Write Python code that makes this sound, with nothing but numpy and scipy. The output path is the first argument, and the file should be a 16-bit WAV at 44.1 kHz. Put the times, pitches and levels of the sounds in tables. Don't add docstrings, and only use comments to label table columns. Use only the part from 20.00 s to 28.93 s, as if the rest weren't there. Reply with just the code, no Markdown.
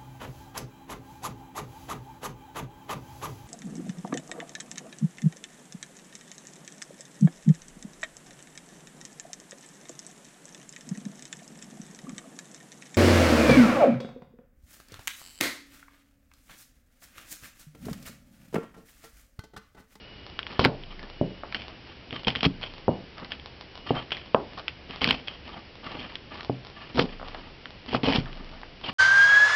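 import sys
import numpy as np
from scipy import signal
from scipy.fft import rfft, irfft, next_fast_len
from scipy.io import wavfile
from scipy.ndimage import map_coordinates

SR = 44100
rng = np.random.default_rng(int(sys.argv[2]) if len(sys.argv) > 2 else 0)


def put_to_file(sound):
    columns = np.atleast_2d(sound).T
    safe = np.clip(columns, -1, 1)
    whole_steps = np.round(safe * 32767)
    wavfile.write(sys.argv[1], SR, whole_steps.astype(np.int16))


N = 393813

# (frequency [Hz], level [dB], t60 [s])
BLADE_MODES = [(2560, -5, .011), (2900, -4, .015), (3130, 0, .019), (3300, -1, .017), (4400, -12, .01)]
# (frequency [Hz], spectral density [dB])
CRACKLE_SPECTRUM = [(200, -12), (600, -1), (1100, -2.5), (1700, -10.5), (2500, -11.5), (3300, -7.5),
                    (3900, -8.5), (5000, -8), (6000, -8.5), (8000, -25)]
# (middle [s], length [s], level [dB], rasp above 2 kHz [dB])
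DRAG_STROKES = [(0.542, 0.11, -39, -1.5), (0.92, 0.031, -42, -5), (1.032, 0.096, -46, -22),
                (1.63, 0.34, -49, -3), (1.897, 0.072, -45, -2.5), (2.173, 0.11, -47, 7.5),
                (2.728, 0.24, -51.5, 2.5), (3.218, 0.1, -39.5, -17), (3.334, 0.061, -45.5, 5),
                (3.9, 0.08, -39, -1.5), (3.984, 0.1, -31, -6.5), (4.535, 0.039, -37.5, -7.5),
                (4.59, 0.036, -34.5, -14), (4.945, 0.12, -43.5, 1.5), (5.465, 0.038, -43.5, 5.5),
                (5.54, 0.14, -40.5, -9), (5.864, 0.074, -46.5, -11), (5.985, 0.31, -39.5, -3),
                (6.133, 0.086, -47, -0.5), (6.376, 0.14, -37.5, -5.5), (6.851, 0.2, -44, -4),
                (7.103, 0.17, -46.5, 1), (7.264, 0.05, -44, -2), (7.394, 0.25, -47, -2),
                (8.415, 0.38, -44, -16), (8.873, 0.081, -33.5, 2)]


def snaps(splinter_db=-8):
    # (time [s], level [dB], pitch [Hz], blade ring [dB])
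    fractures = [(0.3914, -12.5, 2700, -16), (0.43, -25.5, 2400, -8), (0.467, -23, 2900, -9.5),
                 (0.594, -11, 2400, -22), (0.6438, -5, 2200, -36), (0.6492, 6.5, 2200, -24),
                 (0.8365, -39, 3200, 4), (0.994, -22.5, 1800, -32), (1.5248, -13.5, 2000, -24),
                 (1.5466, -8.5, 2520, -15.5), (1.6197, -20.5, 3100, -15), (2.1082, -26.5, 3100, -5),
                 (2.128, -22.5, 1900, -10), (2.163, -22, 2900, -7), (2.248, -32, 3000, 5),
                 (2.2719, -20, 3200, -15), (2.29, -24, 3100, -7), (2.304, -27, 3200, 4),
                 (2.3526, -12, 2200, -14.5), (2.359, -14, 3200, -7.5), (2.4081, -18.5, 3100, -6),
                 (2.4431, -8, 2900, -10.5), (2.453, -14, 3100, -3), (2.631, -25, 3400, -5),
                 (3.182, -22, 1900, -33), (3.247, -18, 2400, -26), (3.3198, -11.5, 2800, -12.5),
                 (3.398, -33.5, 2700, -5), (4.107, -17.5, 2700, -19), (4.121, -29, 3400, 7.5),
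                 (4.169, -20, 2700, -30), (4.5958, -16.5, 2000, -36), (4.6813, -8.5, 3100, -16),
                 (4.909, -18, 2700, -21), (5.01, -24, 2900, -10), (5.018, -7, 2400, -21),
                 (5.0436, -1, 2400, -21), (5.09, -5.5, 2900, -17), (5.1065, -9.5, 2000, -27),
                 (5.1088, -3, 2900, -8), (5.283, -21.5, 3200, -2.5), (6.1553, -19, 3200, -7),
                 (6.408, -17.5, 2600, -21), (6.995, -25, 1900, -31), (6.996, -4.5, 2600, -15),
                 (7.3466, -20.5, 2300, -24), (7.657, -17.5, 2200, -25), (7.9485, -31, 1700, -28.5),
                 (8.0334, -17, 2880, -18), (8.1345, -18.5, 3100, -2.5), (8.157, -10, 4300, -30),
                 (8.2578, -20, 2100, -24), (8.33, -27, 2000, -12)]
    out, t = np.zeros(N), np.arange(SR // 20) / SR
    for s, db, hz, ring_db in fractures:
        crack = push(low_hz=0.047 * hz, high_hz=3.8 * hz + 600, order=3)
        band = signal.butter(1, [0.5 * hz, 0.91 * hz], "band", fs=SR, output="sos")
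        splinters = unit(signal.sosfilt(band, rng.standard_normal(len(t))))
        fade = amp(-60 * t / 0.0052) + amp(-17 - 60 * t / 0.063)
        steel = ring(BLADE_MODES, scatter_db=2.5, detune=0.012)
        add(out, s, amp(db - 10) * crack)
        add(out, s, amp(db + splinter_db) * fade * splinters)
        add(out, s, amp(db + ring_db + 16.5) * steel)
    return out + amp(-14) * echo(out)


def crunch():
    # (start [s], length [s], level [dB], bite [dB], growth [dB], release t60 [s], body [dB], ring [dB])
    cuts = [(0.593, 0.065, -31, 30, 16, 0.025, 2, -11), (1.547, 0.11, -50, 17, -9, 0.3, -4, 1),
            (2.269, 0.039, -28, 0, -15, 0.16, -3.5, -2.5), (2.362, 0.1, -42.5, 12.5, 3, 0.05, 0, -1),
            (2.43, 0.033, -25, 4, 3.5, 0.019, -4.5, -5), (2.619, 0.034, -36.5, -9, -4, 0.13, -18.5, 2.5),
            (4.118, 0.051, -44.5, 16.5, -4, 0.35, -22, 6), (5.013, 0.11, -31, -2.5, -1, 0.26, 0, -1),
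            (5.272, 0.075, -44.5, 10.5, -4, 0.15, -15, -0.5), (5.981, 0.038, -48.5, -5.5, 6.5, 0.15, 5, 7),
            (6.945, 0.052, -33, 0, 20, 0.16, 4, -20), (7.881, 0.075, -38, 7.5, 18, 0.084, 0.5, -1.5),
            (8.033, 0.13, -28.5, 1.5, 5.5, 0.18, -1.5, -4.5), (8.846, 0.061, -37.5, -9, -4, 0.26, -17, -7)]
    # (frequency [Hz], spectral density [dB])
    body_spectrum = [(30, -14), (70, 0), (98, -9.5), (125, -5), (190, -1), (260, 4.5), (350, -7),
                     (500, -1.5), (650, -12.5), (1000, -14), (2000, -38.5)]
    cells = unit(bursts(per_s=4800, spread_db=3.5) * amp(3.8 * wobble(300)))
    crackle, body = coloured(cells, CRACKLE_SPECTRUM), coloured(cells, body_spectrum)
    out = np.zeros(N)
    for start_s, length_s, db, bite_db, growth_db, release_s, body_db, ring_db in cuts:
        gain = amp(db) * cut_envelope(start_s, length_s, bite_db, growth_db, release_s)
        out += gain * (amp(-4) * crackle + amp(body_db - 1) * body)
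        steel = ring(BLADE_MODES, scatter_db=1.5, detune=0.012)
        out += amp(ring_db - 3.5) * signal.oaconvolve(gain * cells, steel)[:N]
    return out + amp(-17) * echo(out)


def cut_envelope(start_s, length_s, bite_db, growth_db, release_s, entry_s=0.00091, bite_s=0.01):
    t = np.maximum(np.arange(N) / SR - start_s, 0)
    skin_db = bite_db * np.exp(-t / bite_s)
    pressure_db = growth_db * (np.minimum(t / length_s, 1) - 0.5)
    release_db = -60 * np.maximum(t - length_s, 0) / release_s
    return np.minimum(t / entry_s, 1) * amp(np.maximum(skin_db + pressure_db + release_db, -200))


def knocks(rebound_cycles=2.114):
    # (time [s], level [dB], contact hardness [Hz], floor ring [dB], room [dB])
    hits = [(0.594, -7, 1410, -2, -6.5), (0.655, -6, 920, 4, -4.5), (1.2126, -10, 660, 2.5, -5.5),
            (1.435, -23, 1500, -30, -1), (2.1258, -32.5, 700, 11.5, 6.5), (2.273, -17.5, 920, 6, -18),
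            (2.4642, -12.5, 360, 0, -15), (2.881, -8.5, 920, 3.5, -4.5), (2.8906, -7.5, 640, -4, -10.5),
            (3.9065, -8.5, 843, 4, -7.5), (4.3463, 0, 1174, -7.5, -7.5), (5.107, -27.5, 1170, 0, -10),
            (6.4969, -12, 783, 4.5, -12.5), (6.9803, -17.5, 1550, -12, 6), (6.994, -8, 1480, 9.5, -18),
            (7.038, -21.5, 450, -5.5, -8), (7.1977, -30, 1480, -16, 0), (7.2144, -29, 1400, -14, -5),
            (7.229, -26.5, 1410, -15, -1.5), (7.347, -27.5, 1480, -11, 3), (7.931, -18.5, 840, 2.5, 0.5),
            (7.9477, -8.5, 1390, 6.5, -9.5), (8.034, -20, 850, 9.5, 5.5), (8.0749, -15.5, 900, 9.5, -14),
            (8.086, -14.5, 1070, 9.5, 4), (8.183, -16, 326, -2.5, -11), (8.633, -27, 2070, -17, -5)]
    # (frequency [Hz], level [dB], t60 [s])
    floor_modes = [(73.6, -19, 0.33), (127.3, -2.5, 0.37), (160.1, -5.5, 0.23), (186.6, -8, 0.32),
                   (251, -7, 0.22), (272.5, 5, 0.11), (348, -11, 0.04), (408, -12, 0.019), (500, 1, 0.031)]
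    out = np.zeros(N)
    for s, db, hz, floor_db, room_db in hits:
        blow = -push(low_hz=0.19 * hz, high_hz=hz, order=5)
        rebound = -push(low_hz=0.28 * hz, high_hz=0.65 * hz, order=4)
        floor = signal.fftconvolve(blow, ring(floor_modes, scatter_db=4, detune=0.015))[:len(blow)]
        add(out, s, amp(db) * (blow + amp(floor_db - 16) * floor + amp(room_db - 3.5) * echo(blow)))
        add(out, s + rebound_cycles / hz, amp(db - 4) * rebound)
    return out


def drags(rasp_hz=2000):
    # (frequency [Hz], width [Hz], level [dB])
    scrape_modes = [(238, 230, 0.5), (746, 320, -1), (1145, 160, -3.5), (1730, 58, -6.5), (2220, 2100, -7),
                    (2850, 93, -5.5), (3090, 57, -2), (4260, 270, -14.5)]
    # (frequency [Hz], spectral density [dB])
    pulp_spectrum = [(100, 4), (260, 4), (400, -2), (1000, -2), (1600, -9.5), (3000, 3.5), (4500, -42.5),
                     (6000, -2)]
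    jerks = amp(3 * wobble(110))
    slips = jerks * bursts(per_s=3600, spread_db=1.5)
    creak = np.zeros(N)
    for hz, width_hz, db in scrape_modes:
        contact = amp(6 * wobble(30))
        creak += amp(db) * contact * unit(filtered(slips, resonance(hz, width_hz)))
    grind = amp(-4) * unit(creak) + amp(-2) * coloured(slips, pulp_spectrum)
    rub = filtered(grind, lambda hz: 1 / (1 + (hz / rasp_hz) ** 6))
    rasp = grind - rub
    out = sum(amp(db) * arch(middle_s, length_s) * (rub + amp(rasp_db) * rasp)
              for middle_s, length_s, db, rasp_db in DRAG_STROKES)
    return out + amp(-13.5) * echo(out)


def crumbs():
    sliding = sum(amp(db) * arch(middle_s, length_s) for middle_s, length_s, db, _ in DRAG_STROKES)
    pops = amp(-14.5) * sliding * coloured(bursts(per_s=40, spread_db=3), CRACKLE_SPECTRUM)
    pops += amp(-59) * coloured(bursts(per_s=5, spread_db=3), CRACKLE_SPECTRUM)
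    return pops + amp(-4.5) * echo(pops)


def floor_sway(rise_s=0.35):
    # (time [s], level [dB], frequency [Hz], t60 [s])
    steps = [(0.683, -26.5, 25.8, 1.8), (2.47, -27, 27.2, 1.06), (6.999, -23, 26.2, 1.2),
             (8.14, -19, 26.9, 1.12)]
    out, t = np.zeros(N), np.arange(SR) / SR
    for s, db, hz, t60_s in steps:
        envelope = amp(db - 60 * t / t60_s) * (1 - np.exp(-t / rise_s))
        add(out, s, envelope * np.sin(2 * np.pi * hz * t))
    return out


def echo(x, build_s=0.00076):
    # (frequency [Hz], t60 [s])
    room_decay = [(100, 0.48), (400, 0.4), (900, 0.29), (2000, 0.1), (5000, 0.17)]
    hz, t, noise = signal.stft(rng.standard_normal(SR // 3), SR, nperseg=256)
    decay = amp(-60 * t / along(room_decay, hz)[:, None])
    tail = signal.istft(noise * decay, SR, nperseg=256)[1]
    tail *= 1 - np.exp(-(np.arange(len(tail)) / SR / build_s) ** 2)
    return signal.fftconvolve(x, tail / np.linalg.norm(tail))[:len(x)]


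def background(hiss_db=-45, hum_hz=70, hum_db=-60, whine_hz=2912, waver_hz=36):
    # (frequency [Hz], spectral density [dB])
    hiss_spectrum = [(12, -39), (20, -7.5), (74, -5.5), (180, -9.5), (270, -10.5), (400, -12.5),
                     (600, -15.5), (1200, -21.5), (2000, -21), (3000, -20.5), (3800, -25.5), (6000, -22)]
    # (middle [s], length [s])
    whine_spells = [(0.178, 1), (1.28, 0.36), (2.936, 0.13), (3.902, 0.31)]
    hiss = amp(hiss_db) * coloured(rng.standard_normal(N), hiss_spectrum)
    hum = amp(hum_db) * unit(filtered(rng.standard_normal(N), resonance(hum_hz, width_hz=2.1)))
    pitch_hz = whine_hz + waver_hz * wobble(90)
    whine = unit(np.sin(2 * np.pi * np.cumsum(pitch_hz) / SR))
    spells = sum(arch(middle_s, length_s) for middle_s, length_s in whine_spells)
    return hiss + hum + (amp(-68) + amp(-60.5) * spells) * whine


def ring(modes, scatter_db, detune):
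    t = np.arange(SR // 3) / SR
    draws = rng.standard_normal((len(modes), 2))
    wave = sum(amp(db + scatter_db * a - 60 * t / t60_s) * np.sin(2 * np.pi * hz * (1 + detune * b) * t)
               for (hz, db, t60_s), (a, b) in zip(modes, draws))
    return wave / np.linalg.norm(wave)


def push(low_hz, high_hz, order):
    low_hz, high_hz = np.clip([low_hz, high_hz], 20, SR / 3)
    highpass = signal.butter(2, low_hz, "high", fs=SR, output="sos")
    lowpass = signal.butter(order, high_hz, fs=SR, output="sos")
    pulse = signal.sosfilt(np.vstack([highpass, lowpass]), signal.unit_impulse(SR // 20))
    return np.pad(pulse / np.abs(pulse).max(), (0, SR // 3))


def bursts(per_s, spread_db):
    size = amp(spread_db * np.clip(rng.standard_normal(N), -2, 2))
    return unit((rng.random(N) < per_s / SR) * size * rng.choice([-1, 1], N))


def wobble(knots_per_s):
    knots = rng.standard_normal(int(N * knots_per_s / SR) + 4)
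    return map_coordinates(knots, [np.arange(N) * knots_per_s / SR])


def resonance(hz, width_hz):
    return lambda f: 1j * f * width_hz / (hz * hz - f * f + 1j * f * width_hz)


def arch(middle_s, length_s, rise_share=0.25, exponent=0.52):
    progress = np.clip((np.arange(N) / SR - middle_s) / length_s + 0.5, 0, 1)
    phase = np.interp(progress, [0, rise_share, 1], [0, 0.5, 1])
    return np.abs(np.sin(np.pi * phase)) ** exponent


def amp(db):
    return 10 ** (np.asarray(db) / 20)


def unit(x):
    return x / np.sqrt(np.mean(x ** 2) + 1e-20)


def along(points, hz):
    f, v = np.transpose(points)
    return np.interp(np.log(hz + 1), np.log(f + 1), v)


def filtered(x, response):
    size = next_fast_len(N + SR // 2)
    return irfft(rfft(x, size) * response(np.fft.rfftfreq(size, 1 / SR)), size)[:N]


def coloured(x, spectrum, size=8192):
    cepstrum = irfft(np.log(amp(along(spectrum, np.fft.rfftfreq(size, 1 / SR)))))
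    cepstrum[1:size // 2] *= 2
    cepstrum[size // 2 + 1:] = 0
    return unit(signal.fftconvolve(x, irfft(np.exp(rfft(cepstrum))))[:N])


def add(track, s, sound):
    part = track[max(round(s * SR), 0):][:len(sound)]
    part += sound[:len(part)]


def scene():
    return (knocks() + snaps() + crunch() + drags() + crumbs() + floor_sway() + background())[None]


def record(dry, top_hz=16000):
    # (frequency [Hz], gain [dB])
    mic_response = [(1300, 0), (2300, 2), (3300, 2), (4800, 0), (5400, -4), (5800, -15), (6200, -38),
                    (7000, -80), (9000, -100)]
    flattened = np.clip(dry[0], -0.58, 0.58)
    dull = filtered(flattened, lambda hz: amp(along(mic_response, hz)))
    clipped = np.clip(dull, -0.65, 0.65)
    return filtered(clipped, lambda hz: hz < top_hz)[None]


dry = scene()
out = record(dry)
put_to_file(out)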